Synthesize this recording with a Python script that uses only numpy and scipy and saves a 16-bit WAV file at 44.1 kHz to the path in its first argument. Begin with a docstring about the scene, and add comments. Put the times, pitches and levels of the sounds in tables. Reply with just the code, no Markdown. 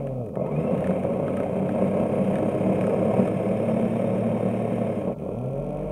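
"""A model boat's small geared electric motor, heard through the hull by a microphone on deck.
It first slows astern, is thrown ahead under load at 0.4 s and gains speed to 4.8 s: random tooth taps rattle
hull and case, the rotor hums, the mesh whines, brushes tick, the shaft knocks in its play, a controller whistles.
Near 5.15 s it reverses and speeds up astern: gear case and shell grow duller, a wavering tone replaces the
whistle, the shaft thumps and, from 5.37 s, ticks once a turn. Faint hiss lies under everything."""
import sys
import numpy as np
from scipy import signal
from scipy.fft import rfft, irfft
from scipy.io import wavfile
from scipy.ndimage import uniform_filter1d

SR = 44100
rng = np.random.default_rng(int(sys.argv[2]) if len(sys.argv) > 2 else 0)


def dump(signal):
    """Clip the signal to [-1, 1] and save it as 16-bit WAV at the path in sys.argv[1]."""
    limited = np.clip(np.atleast_2d(signal).T, -1, 1)
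    pcm = np.round(limited * 32767).astype(np.int16)
    wavfile.write(sys.argv[1], SR, pcm)


N = 261015
PINION_TEETH, WHEEL_TEETH = 16, 50


def undb(db):
    """Amplitude factor of a level in dB."""
    return 10 ** (np.asarray(db) / 20)


def unit(x):
    """Scale to an RMS of 1."""
    return x / np.sqrt(np.mean(x ** 2))


def walk(rate_hz):
    """Random levels held 1 / rate_hz and smoothed twice; RMS 1."""
    hold = max(int(SR / rate_hz), 2)
    steps = np.repeat(rng.standard_normal(N // hold + 1), hold)[:N]
    return unit(uniform_filter1d(uniform_filter1d(steps, hold), hold))


def ring(x, modes):
    """Minimum-phase, unit-energy response of a body whose steep resonances add in power."""
    size = 2 ** 14
    f = np.fft.rfftfreq(size, 1 / SR)
    power = sum(undb(2 * db) / (1 + (2 * (f - hz) / width_hz) ** 2) ** 2 for hz, width_hz, db in modes)
    # fold the cepstrum to make the response causal
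    cepstrum = irfft(np.log(power) / 2)
    cepstrum[1:size // 2] *= 2
    cepstrum[size // 2 + 1:] = 0
    response = irfft(np.exp(rfft(cepstrum)))[:size // 2]
    return signal.fftconvolve(x, unit(response) / np.sqrt(size // 2))[:N]


def shaft_turns(turns):
    """Turns of the propeller shaft, geared down from the motor."""
    return turns * PINION_TEETH / WHEEL_TEETH


def taps(turns):
    """One unit tap at every whole turn, either way round."""
    return np.abs(np.diff(np.floor(turns), prepend=np.floor(turns[0])))


def once_a_turn(turns, depth_db):
    """Eccentric wheels press the teeth harder once a turn."""
    return undb(depth_db * np.cos(2 * np.pi * turns))


def curves(table, t):
    """Columns of a table joined by straight lines in time."""
    s, *columns = np.transpose(table)
    return [np.interp(t, s, column) for column in columns]


def tone(table, hz, waver_rad, t):
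    """Thin sine with wavering phase, sounding only over the span of its table."""
    s, db = np.transpose(table)
    level = undb(np.interp(t, s, db, left=-200, right=-200))
    return level * np.sin(2 * np.pi * hz * t + waver_rad * walk(37))


# Speed controller whistle. Each row: time in seconds, peak level in dB.
WHISTLE = [(.37, -59.5), (1.0, -59), (5.0, -60.5)]
# Wavering tone astern. Each row: time in seconds, peak level in dB.
DRONE = [(5.13, -62.5), (5.5, -59.5), (5.92, -61.5)]
WHISTLE_HZ, DRONE_HZ = 2093, 1360


def controller(t):
    """The controller whistles as it chops the current; another tone sounds astern."""
    return tone(WHISTLE, WHISTLE_HZ, 0.47, t) + tone(DRONE, DRONE_HZ, 0.31, t)


# Resonances rung by a dry tick. Each row: frequency in Hz, width in Hz, relative level in dB.
TICK = [(2457, 250, 16.5), (3100, 790, 4), (6140, 1170, -5.5), (8700, 710, 0.5), (9470, 300, 2.5),
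        (10300, 610, -1.5)]
BRUSH_AHEAD_DB, BRUSH_ASTERN_DB = -51, -50  # before load, fading and ring gain
BRUSH_LOAD_SHARE = .4  # dB of tick per dB of case rattle
BRUSH_FADE_FROM_HZ, BRUSH_FADE_DB_PER_HZ = 118, -.4  # Hz of motor turns


def brushes(turns, speed_hz, case_db):
    """Brushes tick once per motor turn, following the case load and fading at high speed."""
    tick_db = np.where(speed_hz > 0, BRUSH_AHEAD_DB, BRUSH_ASTERN_DB)
    tick_db = tick_db + BRUSH_LOAD_SHARE * (case_db - case_db.max())
    tick_db = tick_db + BRUSH_FADE_DB_PER_HZ * np.maximum(np.abs(speed_hz) - BRUSH_FADE_FROM_HZ, 0)
    size = undb(tick_db + 2.0 * rng.standard_normal(N))
    return ring(undb(15.5) * taps(turns + 0.33) * size, TICK)


ASTERN_KNOCK_FROM_S, ASTERN_KNOCK_DB, ASTERN_SLIP_S = 5.37, -34, .0015


def astern_knocks(turns):
    """Driven fast astern, the shaft knocks dryly once in each of its turns, a little uneven."""
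    s = np.flatnonzero(taps(shaft_turns(turns) + 0.38)) / SR
    s = s[s > ASTERN_KNOCK_FROM_S]
    slip, size = rng.standard_normal((64, 2))[:len(s)].T
    at = np.minimum((s + ASTERN_SLIP_S * slip) * SR, N - 1).astype(int)
    ticks = np.zeros(N)
    ticks[at] = undb(1.5 * size)
    return ring(undb(ASTERN_KNOCK_DB) * ticks, TICK)


def propeller(turns, hull_db):
    """The shaft thumps at its own slower turn when it runs fast astern."""
    fast = np.clip((-np.gradient(turns) * SR - 80) / 70, 0, 1)
    angle = 2 * np.pi * shaft_turns(turns)
    thump = undb(-9.5) * np.sin(angle) + undb(-18.0) * np.sin(2 * angle)
    return fast * undb(hull_db + 3.3 * walk(15)) * thump


# Hull resonances. Each row: frequency in Hz, width in Hz, relative level in dB.
HULL = [(49.7, 47, -29), (147.6, 57.6, -4), (190.1, 12.1, 7), (231.4, 53.3, -2.5), (309.6, 42, -8.5),
        (407.2, 58, -5), (456.7, 59, -7), (502.8, 54, -4), (544.2, 53, -3.5), (604.7, 165, -6),
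        (732, 69, -14), (916, 196, -21), (1081, 92, -20.5), (1278, 130, -28.5)]
# Rotor overtones ahead. Each row: multiple of the motor turn, relative level in dB.
AHEAD = [(2, -3), (3, -4.5), (4, -11), (5, -18), (6, -7)]
# Rotor overtones astern. Each row: multiple of the motor turn, relative level in dB.
ASTERN = [(2, -6), (3, -9.5), (4, -9), (5, -10.5), (6, -9)]
HUM_DB, HUM_DB_PER_OCTAVE = -44, 8.5  # at 100 turns a second, before the mount swell
MOUNT_HZ, MOUNT_WIDTH_HZ, MOUNT_DB = 123.3, 30, 10.5
OVERTONES_AHEAD_DB, OVERTONES_ASTERN_DB = -45.5, -46  # offsets at 100 turns a second
OVERTONES_DB_PER_OCTAVE = 2.5


def overtones(table, turns, flutter_db, waver_rad):
    """Sum of fluttering multiples of the motor turn."""
    total = 0
    for multiple, db in table:
        level = undb(db + walk(5.19) + flutter_db * walk(30))
        total = total + level * np.sin(multiple * 2 * np.pi * turns + waver_rad * walk(25))
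    return total


def rotor(turns, speed_hz):
    """Unbalance hums, swelling at the mount resonance; hull-coloured overtones flutter most under load ahead."""
    hz = np.abs(speed_hz)
    octaves = np.log2(np.maximum(hz, 10) / 100)
    mount_db = MOUNT_DB / (1 + (2 * (hz - MOUNT_HZ) / MOUNT_WIDTH_HZ) ** 2)
    hum_db = HUM_DB + HUM_DB_PER_OCTAVE * octaves + mount_db
    hum = np.sqrt(2) * np.sin(2 * np.pi * turns) * undb(hum_db + 0.7 * walk(47))
    over_db = np.where(speed_hz > 0, OVERTONES_AHEAD_DB, OVERTONES_ASTERN_DB)
    over_db = over_db + OVERTONES_DB_PER_OCTAVE * octaves
    ahead = overtones(AHEAD, turns, 4.0, .53)
    astern = overtones(ASTERN, turns, 1.5, .25)
    over = np.where(np.gradient(turns) < 0, astern, ahead)
    broad_modes = [mode for mode in HULL if mode[1] > 25]
    return hum + ring(over * undb(over_db), broad_modes)


LIGHT_KNOCK_DB, LIGHT_SCATTER_DB, LIGHT_DULL_DB = -7.5, 3.5, 1.5  # first one relative to case_db


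def light_knocks(turns, speed_hz, case_db):
    """Rows for knocks(): ahead, each shaft turn gives a light one of random size."""
    i = np.flatnonzero(taps(shaft_turns(turns)) * (speed_hz > 0))
    size = (2 * rng.random((256, 2)) - 1)[:len(i)].T
    db = case_db[i] + LIGHT_KNOCK_DB + LIGHT_SCATTER_DB * size[0]
    dull_db = LIGHT_DULL_DB + LIGHT_SCATTER_DB * size[1]
    return list(zip(i / SR, db, dull_db))


# Gear case resonances. Each row: frequency in Hz, width in Hz, relative level in dB.
CASE = [(1380, 57, -11.5), (1586, 750, -0.5), (2212, 270, 4.5), (2451, 626, 1.5), (3144, 160, -5.5),
        (3710, 230, -17.5)]
# Motor shell resonances. Each row: frequency in Hz, width in Hz, relative level in dB.
SHELL = [(5530, 500, -12), (7040, 1300, -7.5), (8680, 1000, 0.5), (9480, 1340, -1), (11500, 1700, -10),
         (14000, 1200, -10)]
# Thin gear case rings, lit by knocks and mesh whine. 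Each row: frequency in Hz, width in Hz, relative level in dB.
RINGS = [(944, 45, 20), (1180, 29, 9), (1283, 73, 6.5), (1665, 700, -3), (2270, 110, 15), (2440, 110, 12),
         (2470, 37, -12), (2560, 250, 9.5), (3100, 56, -11), (3583, 110, -6), (4900, 84, -17),
         (5170, 90, -13), (5390, 110, -13), (6720, 360, -15.5), (8660, 150, -1), (9790, 68, 7)]
# Loudest shaft knocks. Each row: start in seconds, relative level in dB, extra level of the dull blow in dB.
KNOCKS = [(0.0702, -55, 8.5), (0.262, -55.5, -4), (0.2887, -60, 1), (0.3553, -55.5, 8), (0.4114, -74, 9),
          (0.4639, -55.5, 8), (0.7774, -51.5, 11), (0.8065, -49, 3), (0.842, -51.5, 15), (0.8716, -47, 8),
          (0.907, -52, 11), (1.035, -54, 8), (1.2803, -57, 16), (1.3054, -59, -3), (1.3697, -45.5, 8.5),
          (1.4017, -50, 10.5), (1.4334, -52, 10), (1.691, -55, 14.5), (2.3556, -47, 12), (2.385, -49, 9),
          (2.494, -52, 1), (2.81, -47, 9), (2.839, -50, 9), (2.8682, -45, 6.5), (2.8956, -48, 5),
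          (3.2472, -57, 5), (3.2755, -47, 6), (3.6995, -53, -3), (3.8116, -50, -8), (4.1818, -52, -5)]


def knocks(rows):
    """The shaft strikes in its play: tick, dull blow and brighter scrape ring hull, case and shell."""
    t = np.arange(int(.015 * SR)) / SR
    dull, bright, tick = np.zeros((3, N + len(t)))
    signs = np.sign(rng.standard_normal((len(rows), 1024)))
    for (s, db, dull_db), noise in zip(rows, signs):
        i = int(s * SR)
        burst = noise[:len(t)]
        dull[i:i + len(t)] += undb(db + dull_db) * burst * np.exp(-t / 0.0044)
        bright[i:i + len(t)] += undb(db) * burst * np.exp(-t / 0.0037)
        tick[i] = undb(db)
    scrape = ring(undb(-4) * bright, SHELL)
    dry_tick = ring(undb(19) * tick, TICK)
    case = ring(undb(3) * dull, RINGS[2:4]) + ring(undb(-1.5) * dull, CASE)
    return scrape + dry_tick + case + ring(undb(10.5) * dull, HULL)


# Mesh whine. 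Each row: multiple of the tooth rate, relative level in dB, rate of the random level in Hz.
MESH = [(1, 5.5, 160), (2, 2.5, 150), (3, 6, 450), (4, 3, 220), (5, 2, 2000), (6, -5.5, 420)]


def mesh(turns, speed_hz, case_db):
    """Blurred whine on multiples of the tooth rate ahead, strongest as the motor pulls up."""
    ahead = speed_hz > 0
    pull = np.clip(uniform_filter1d(np.gradient(speed_hz) * SR, SR // 20) / 150, 0, 1)
    angle = 2 * np.pi * PINION_TEETH * turns
    whine = sum(undb(db) * walk(blur_hz) * np.sin(k * angle) for k, db, blur_hz in MESH)
    whine = whine * ahead * undb(case_db - 13.5 + 4.4 * pull)
    hull_whine = pull * ahead * undb(-42.5) * walk(119.6) * np.sin(angle)
    return ring(whine, RINGS) + ring(hull_whine, HULL)


def gears(turns, hull_db, case_db):
    """Teeth tap with random force and grind; hull, case and shell ring, the last two weaker astern."""
    shaft = shaft_turns(turns)
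    astern = np.gradient(turns) < 0
    force = rng.standard_normal(N) * undb(1.4 * rng.standard_exponential(N))
    teeth = force * taps(turns * PINION_TEETH)
    teeth = unit(teeth * once_a_turn(shaft, 1.23) * once_a_turn(turns, 0.34))
    hull = ring(teeth * undb(hull_db - 1.5 + 0.53 * walk(5.1)), HULL)
    grind = rng.standard_normal(N) + 0.28 * teeth
    grind = unit(grind * once_a_turn(shaft, 1.5) * once_a_turn(turns, 0.75))
    grind = grind * undb(case_db + 1.0 * walk(24.99))
    case = ring(grind * undb(1.5 - 9.3 * astern), CASE)
    shell = ring(grind * undb(-13.5 - 11 * astern), SHELL)
    return hull + case + shell


# Course of the motor. Each row: time in seconds, motor turns per second (astern negative),
# relative hull rattle in dB, relative gear case rattle in dB.
MOTOR = [(0, -142, -32.5, -49.5), (.2, -124, -34.5, -63.5), (.28, -100, -36, -75), (.32, -78.5, -40.5, -72),
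         (.36, -16, -14.5, -65), (.4, 32.5, -21.5, -67), (.51, 70, -24.5, -58.5), (.6, 81, -24, -54),
         (.77, 86, -21, -53), (1.0, 91.5, -22.5, -54), (2.0, 101.5, -22, -50.5), (3.1, 107, -21.5, -49),
         (3.21, 107.5, -20, -47.5), (3.3, 108, -24, -50), (4.0, 113.5, -24, -51), (4.8, 114.5, -25, -52),
         (5.0, 104, -26.5, -53.5), (5.1, 85, -22, -59.5), (5.13, 39.5, -27, -62), (5.165, -40, -33, -79),
         (5.185, -71.5, -33, -55), (5.24, -81.5, -30, -54.5), (5.4, -123, -32.5, -58.5),
         (5.6, -142, -31.5, -54.5), (5.92, -157, -31.5, -50)]


def scene():
    """Motor speed drives rotor, gears, brushes and regular knocks; controller tones and listed knocks keep own times."""
    t = np.arange(N) / SR
    speed_hz, hull_db, case_db = curves(MOTOR, t)
    turns = np.cumsum(speed_hz) / SR
    motor = controller(t) + brushes(turns, speed_hz, case_db) + rotor(turns, speed_hz)
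    all_knocks = list(KNOCKS) + light_knocks(turns, speed_hz, case_db)
    shaft = astern_knocks(turns) + propeller(turns, hull_db) + knocks(all_knocks)
    train = mesh(turns, speed_hz, case_db) + gears(turns, hull_db, case_db)
    return (motor + shaft + train)[None]


HISS_DB, TOP_HZ = -70.5, 15750


def record(dry):
    """Faint microphone hiss, then a steep cut at the top."""
    wet = dry + undb(HISS_DB) * rng.standard_normal(dry.shape)
    top_cut = signal.ellip(12, .2, 90, TOP_HZ, fs=SR, output="sos")
    return signal.sosfilt(top_cut, wet)


dry = scene()
out = record(dry)
dump(out)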